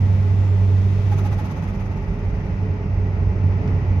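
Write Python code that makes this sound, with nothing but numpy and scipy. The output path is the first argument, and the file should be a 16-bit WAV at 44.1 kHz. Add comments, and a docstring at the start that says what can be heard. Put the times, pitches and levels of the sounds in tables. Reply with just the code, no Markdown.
"""Inside a turbocharged car cruising at about 2900 rpm. The engine drones over road rumble and a faint
drivetrain whine, while the air intake hisses and the turbo whistles as it builds boost (air pressure).
The throttle lifts, the drone sinks and the turbo surges: air puffs back in chuffs that quicken and fade,
hooting in the intake pipe. Then the road grows rougher, the drone returns in uneven swells and the
trim ticks once."""
import sys
import numpy as np
from scipy import signal
from scipy.fft import rfft, irfft
from scipy.io import wavfile

SR = 44100
rng = np.random.default_rng(int(sys.argv[2]) if len(sys.argv) > 2 else 0)


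def persist_wave(psi):
    """Save psi, clipped to +-1, as 16-bit WAV."""
    counts = np.round(np.clip(psi, -1, 1) * 32767).astype(np.int16)
    wavfile.write(sys.argv[1], SR, np.atleast_2d(counts).T)


N = 176400
T = np.arange(N) / SR
HZ = np.maximum(np.arange(N // 2 + 1) * SR / N, 1)


def from_db(db):
    """Turn decibels into a gain."""
    return 10 ** (np.asarray(db) / 20)


def unit_level(x):
    """Scale to an average (rms) level of 1."""
    return x / np.sqrt(np.mean(x ** 2) + 1e-20)


def over_time(rows):
    """Fill in a table's columns at every moment."""
    times, *columns = np.transpose(rows)
    return [np.interp(T, times, column) for column in columns]


def over_pitch(rows):
    """Fill in a table's columns at every frequency."""
    hz, *columns = np.transpose(rows)
    return [np.interp(np.log(HZ), np.log(hz), column) for column in columns]


def drift(rate_hz):
    """A random wobble of size about 1, mostly slower than rate_hz."""
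    return unit_level(irfft(rfft(rng.standard_normal(N)) / (1 + (HZ / rate_hz) ** 2), N))


def phase_of(hz):
    """The angle a tone has turned through as its pitch moves."""
    return 2 * np.pi * np.cumsum(hz) / SR


def pan(left_db):
    """Gains that make the left side left_db louder than the right."""
    gains = from_db(np.array([[.5], [-.5]]) * left_db)
    return gains / np.sqrt(np.mean(gains ** 2, axis=0))


def cabin_reflections(depth_db=1.7, spacing_hz=70, onset_hz=900):
    """Echoes in the cabin lift some frequencies and weaken others, differently on each side."""
    points_hz = np.arange(0, SR / 2 + spacing_hz, spacing_hz)
    bumps = np.array([np.interp(HZ, points_hz, row) for row in rng.standard_normal((2, len(points_hz)))])
    return from_db(depth_db * bumps * HZ / (HZ + onset_hz))


def noise(colour, stereo, resonances=()):
    """Stereo noise. Its colour sets the balance of low and high; resonances ring on top."""
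    power = unit_level(from_db(over_pitch(colour)[0])) ** 2
    for hz, width_hz, db in resonances:
        peak = unit_level(1 / (1 + ((HZ - hz) / (0.65 * width_hz)) ** 2))
        power = power + (from_db(db) * peak) ** 2
    likeness, left_db = over_pitch(stereo)   # likeness 1: both sides share the same noise
    shared, opposed = rfft(rng.standard_normal((2, N)))
    sides = np.sqrt((1 + likeness) / 2) * shared + np.sqrt((1 - likeness) / 2) * opposed * [[1], [-1]]
    return irfft(sides * pan(left_db) * np.sqrt(power) * cabin_reflections(), N)


# The engine's drone: time_s, firing_rate_hz, level_db
ENGINE_DRONE = [(0, 98, -14.5), (.1, 96.6, -16.5), (.28, 96.5, -17.5), (.4, 96.7, -15.5), (.75, 95.8, -15),
                (1.09, 98, -16), (1.25, 97.9, -19), (1.43, 97.47, -27), (2.0, 96.5, -26.5),
                (2.6, 96.22, -26.5), (2.9, 95.47, -23), (3.02, 94.8, -17), (3.16, 95, -27),
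                (3.27, 94.5, -15.5), (3.36, 94.7, -27.5), (3.46, 95.07, -20), (3.56, 94.3, -16.5),
                (3.62, 93.9, -25), (3.69, 93.8, -21.5), (4, 93.3, -19)]
# Weaker tones around it: times_firing_rate, level_db
ENGINE_TONES = [(.5, -37), (1.5, -41), (2, -37), (3, -54.5), (4, -52)]


def engine():
    """The cylinders fire so fast that they boom as one note, louder when the engine works harder."""
    firing_hz, drone_db = over_time(ENGINE_DRONE)
    phase = phase_of(firing_hz)
    drone = from_db(drone_db + 1.47 * drift(4.9)) * np.sin(phase)
    for multiple, level_db in ENGINE_TONES:
        gain = from_db(level_db + 1.9 * drift(2.2))
        drone = drone + gain * np.sin(multiple * phase + .6 * drift(5))
    return np.sqrt(2) * drone * pan(left_db=-3)


# How loud the road is: time_s, thud_db, rumble_db, rush_db
ROAD_LEVELS = [(0, -32, -25, -38), (.6, -32, -30, -39.5), (1.1, -32.5, -27, -38), (1.35, -36, -26, -37),
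               (1.75, -32, -27, -38.5), (2.15, -26.5, -28.5, -38.5), (2.55, -26, -26.5, -38),
               (2.8, -30.5, -26, -39), (2.95, -27.5, -26, -38.5), (3.35, -24.5, -27, -38),
               (3.65, -24.5, -21, -36.5), (4, -27, -25.5, -37)]
# The colours of those three noises: pitch_hz, relative_db
THUD_COLOUR = [(15, -41.5), (26, -25.5), (33, -9), (39, 2), (48, -5.5), (58, 5), (72, -11), (90, -15),
               (130, -38), (400, -83.5)]
RUMBLE_COLOUR = [(25, -29.5), (50, -16.5), (72, 4.5), (90, 3.5), (120, -2), (165, -0.5), (200, -5.5),
                 (240, -10.5), (290, -15), (340, -21.5), (500, -52.5), (2000, -100)]
RUSH_COLOUR = [(150, -9.5), (300, 2), (460, -0.5), (640, -1), (730, -4), (900, -7), (1050, -8), (1300, -10),
               (1550, -14), (2000, -11), (2650, -15.5), (3200, -26), (3900, -30), (5000, -28), (6200, -31),
               (7200, -44), (8300, -64), (11000, -52), (13500, -55), (16000, -49)]
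# Where the cabin and tyres ring: pitch_hz, width_hz, relative_db
CABIN_RESONANCES = [(410, 52, -8.5), (865, 80, -10), (1959, 90, -16), (2360, 60, -24.5)]
# How road noise spreads between the ears: pitch_hz, likeness, left_db
ROAD_SPREAD = [(40, .995, -2.6), (100, .99, -2.9), (190, .98, -2), (330, .85, -.7), (580, .8, -2.3),
               (900, .5, -.5), (1300, .05, 1.5), (1900, -.15, 2.5), (3200, .1, 3), (5000, .1, 5.5),
               (11000, .3, -1)]


def road():
    """The suspension thuds, the car's body rumbles, and tyres and wind rush."""
    thud_db, rumble_db, rush_db = over_time(ROAD_LEVELS)
    thud = from_db(thud_db) * noise(THUD_COLOUR, ROAD_SPREAD)
    rumble = from_db(rumble_db) * noise(RUMBLE_COLOUR, ROAD_SPREAD)
    rush = from_db(rush_db + .4 * drift(21)) * noise(RUSH_COLOUR, ROAD_SPREAD, CABIN_RESONANCES)
    return thud + rumble + rush


# The drivetrain's note: time_s, pitch_hz, level_db
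DRIVETRAIN_NOTE = [(0, 419, -52.5), (.4, 414.4, -42.5), (1.1, 411.7, -44), (1.7, 409.4, -50),
                   (2.1, 408.4, -45), (2.35, 422.3, -46), (2.9, 419, -43.5), (3.7, 423.5, -38),
                   (4, 417.3, -46.5)]


def drivetrain_whine(width_hz=10):
    """The parts that turn the wheels sing one thin, unsteady note."""
    pitch_hz, level_db = over_time(DRIVETRAIN_NOTE)
    phase = phase_of(pitch_hz)
    tone = drift(width_hz) * np.sin(phase) + drift(width_hz) * np.cos(phase)
    return from_db(level_db) * tone * pan(left_db=-1.5)


# How loud the intake hisses: time_s, level_db
HISS_LEVEL = [(0, -49), (.5, -49.5), (1.05, -47.5), (1.4, -52.5), (1.7, -57), (2, -63), (2.5, -62),
              (2.8, -67), (4, -62)]
# Its colour: pitch_hz, relative_db
HISS_COLOUR = [(1000, 9), (2600, 5.5), (3700, 4.5), (4400, 0.5), (6300, -2), (7300, -9), (8200, -15.5),
               (10500, -12), (12500, -17), (16000, -26.5)]
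# Its spread between the ears: pitch_hz, likeness, left_db
HISS_SPREAD = [(800, 0.3, -10), (1990, 0.07, 6), (5000, 0, 2), (8000, 0.4, 30), (12000, 0.8, 1)]


def intake_hiss():
    """Air drawn into the engine hisses, louder with more boost."""
    level_db, = over_time(HISS_LEVEL)
    return from_db(level_db) * noise(HISS_COLOUR, HISS_SPREAD)


# The turbo's note: time_s, pitch_hz, level_db
TURBO_NOTE = [(0, 7000, -92), (.33, 7150, -78), (.40, 7200, -67), (.5, 7230, -66), (.6, 7280, -79),
              (1.03, 7550, -78), (1.12, 7500, -95)]


def turbo_whistle(waver_hz=44.8):
    """The turbo whistles faintly, rising in pitch as it spins up."""
    pitch_hz, level_db = over_time(TURBO_NOTE)
    tone = np.sqrt(2) * np.sin(phase_of(pitch_hz + waver_hz * drift(110)))
    return from_db(level_db) * tone * pan(left_db=14)


# The main chuffs: peak_s, air_db, hoot_db
MAIN_CHUFFS = [(1.127, -39.5, -30), (1.19, -37.5, -42), (1.261, -38, -33.5), (1.33, -39.5, -37.5),
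               (1.396, -40, -33), (1.458, -41.5, -37.5), (1.515, -43, -39.5), (1.576, -44.5, -45),
               (1.635, -43.5, -46), (1.693, -44.5, -46), (1.751, -47, -54), (1.807, -45, -42.5),
               (1.862, -48.5, -44), (1.919, -49, -45)]
# Colours of the air burst and of its high spit: pitch_hz, relative_db
BURST_COLOUR = [(250, 14.5), (600, 7.5), (1100, 16), (1700, 5.5), (2500, 2), (3200, 0.5), (4400, -4.5),
                (6300, -3), (7300, -14.5), (8300, -15), (10500, -13.5), (13000, -18.5), (16000, -26.5)]
SPIT_COLOUR = [(3000, -39.5), (8000, -15), (11000, -2), (13300, 0), (14500, -6.5), (16000, -8.5)]
# Their spread between the ears: pitch_hz, likeness, left_db
CHUFF_SPREAD = [(800, 0.4, -3), (2000, 0.14, 0.5), (5000, .1, 9), (8000, 0, 13), (12000, 0, 2)]
# Where the intake pipe rings: pitch_hz, width_hz, relative_db
PIPE_RESONANCES = [(1263.7, 35, -9), (1550.4, 72, -16), (2240, 50, -18), (2550, 28, -14.5),
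                   (3490, 54, -26.5), (6305, 180, -20.5)]


def turbo_surge(rise_s=.018, fall_s=.021, hoot_s=.0098, hoot_hz=800, climb_hz=78, drain_s=.35):
    """Each chuff blows air back through the pipe with a short hoot, higher as the boost drains."""
    air_gain, hoot_gain = 0, 0
    for peak_s, air_db, hoot_db in MAIN_CHUFFS + dying_chuffs(*MAIN_CHUFFS[-1]):
        age = T - peak_s
        air_gain = air_gain + from_db(air_db) * swell(age, np.where(age < 0, rise_s, fall_s))
        hoot_gain = hoot_gain + from_db(hoot_db) * swell(age, hoot_s)
    start_s = MAIN_CHUFFS[0][0]
    drained = 1 - np.exp(-np.maximum(T - start_s, 0) / drain_s)
    pitch_hz = hoot_hz + climb_hz * drained + 16 * drift(69.6)
    hoot = hoot_gain * np.sqrt(2) * np.sin(phase_of(pitch_hz)) * pan(left_db=-5.5)
    spit_gain = from_db(-55.5) * (air_gain / air_gain.max()) ** 1.6   # the strongest chuffs spit most
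    spit = spit_gain * noise(SPIT_COLOUR, CHUFF_SPREAD)
    bursts = air_gain * noise(BURST_COLOUR, CHUFF_SPREAD, PIPE_RESONANCES)
    return bursts + spit + hoot


def swell(age, width_s):
    """A bell-shaped rise and fall, loudest at age 0."""
    return np.exp(-np.minimum((age / width_s) ** 2, 20))


def dying_chuffs(last_s, air_db, hoot_db, count=14, gap_s=.0565, shrink_s=.00044, loss_db=.6):
    """After the last main chuff, each one comes a little sooner and softer."""
    return [(last_s + gap_s * k - shrink_s * k * k / 2, air_db - loss_db * k, hoot_db - loss_db * k)
            for k in range(1, count + 1)]


# The colour of the trim's tick: pitch_hz, relative_db
TRIM_COLOUR = [(1000, -1), (3000, 0), (6500, -6.5), (8500, -22), (16000, -26.5)]


def trim_tick(start_s=3.677, level_db=-45.5, decay_s=.0061):
    """A piece of cabin trim ticks once on the rougher road."""
    fade = (T > start_s) * np.exp(-np.abs(T - start_s) / decay_s)
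    return from_db(level_db) * fade * noise(TRIM_COLOUR, HISS_SPREAD)


def scene(bass_lag_s=.00012, lag_below_hz=1800):
    """Add up all the sounds; the cabin's boom reaches the left side slightly late."""
    left, right = engine() + road() + drivetrain_whine()
    lag_s = bass_lag_s / (1 + (HZ / lag_below_hz) ** 2)
    left = irfft(rfft(left) * np.exp(-2j * np.pi * HZ * lag_s), N)
    return np.array([left, right]) + intake_hiss() + turbo_whistle() + turbo_surge() + trim_tick()


def record(dry, cutoff_hz=15750, fade_s=.006):
    """Cut the highest treble steeply and fade both ends."""
    from_edge_s = np.minimum(T, T[-1] - T)
    fade = np.sin(np.pi / 2 * np.clip(from_edge_s / fade_s, 0, 1)) ** 2
    treble_cut = signal.ellip(10, .1, 80, cutoff_hz, fs=SR, output="sos")
    return fade * signal.sosfilt(treble_cut, dry)


dry = scene()
out = record(dry)
persist_wave(out)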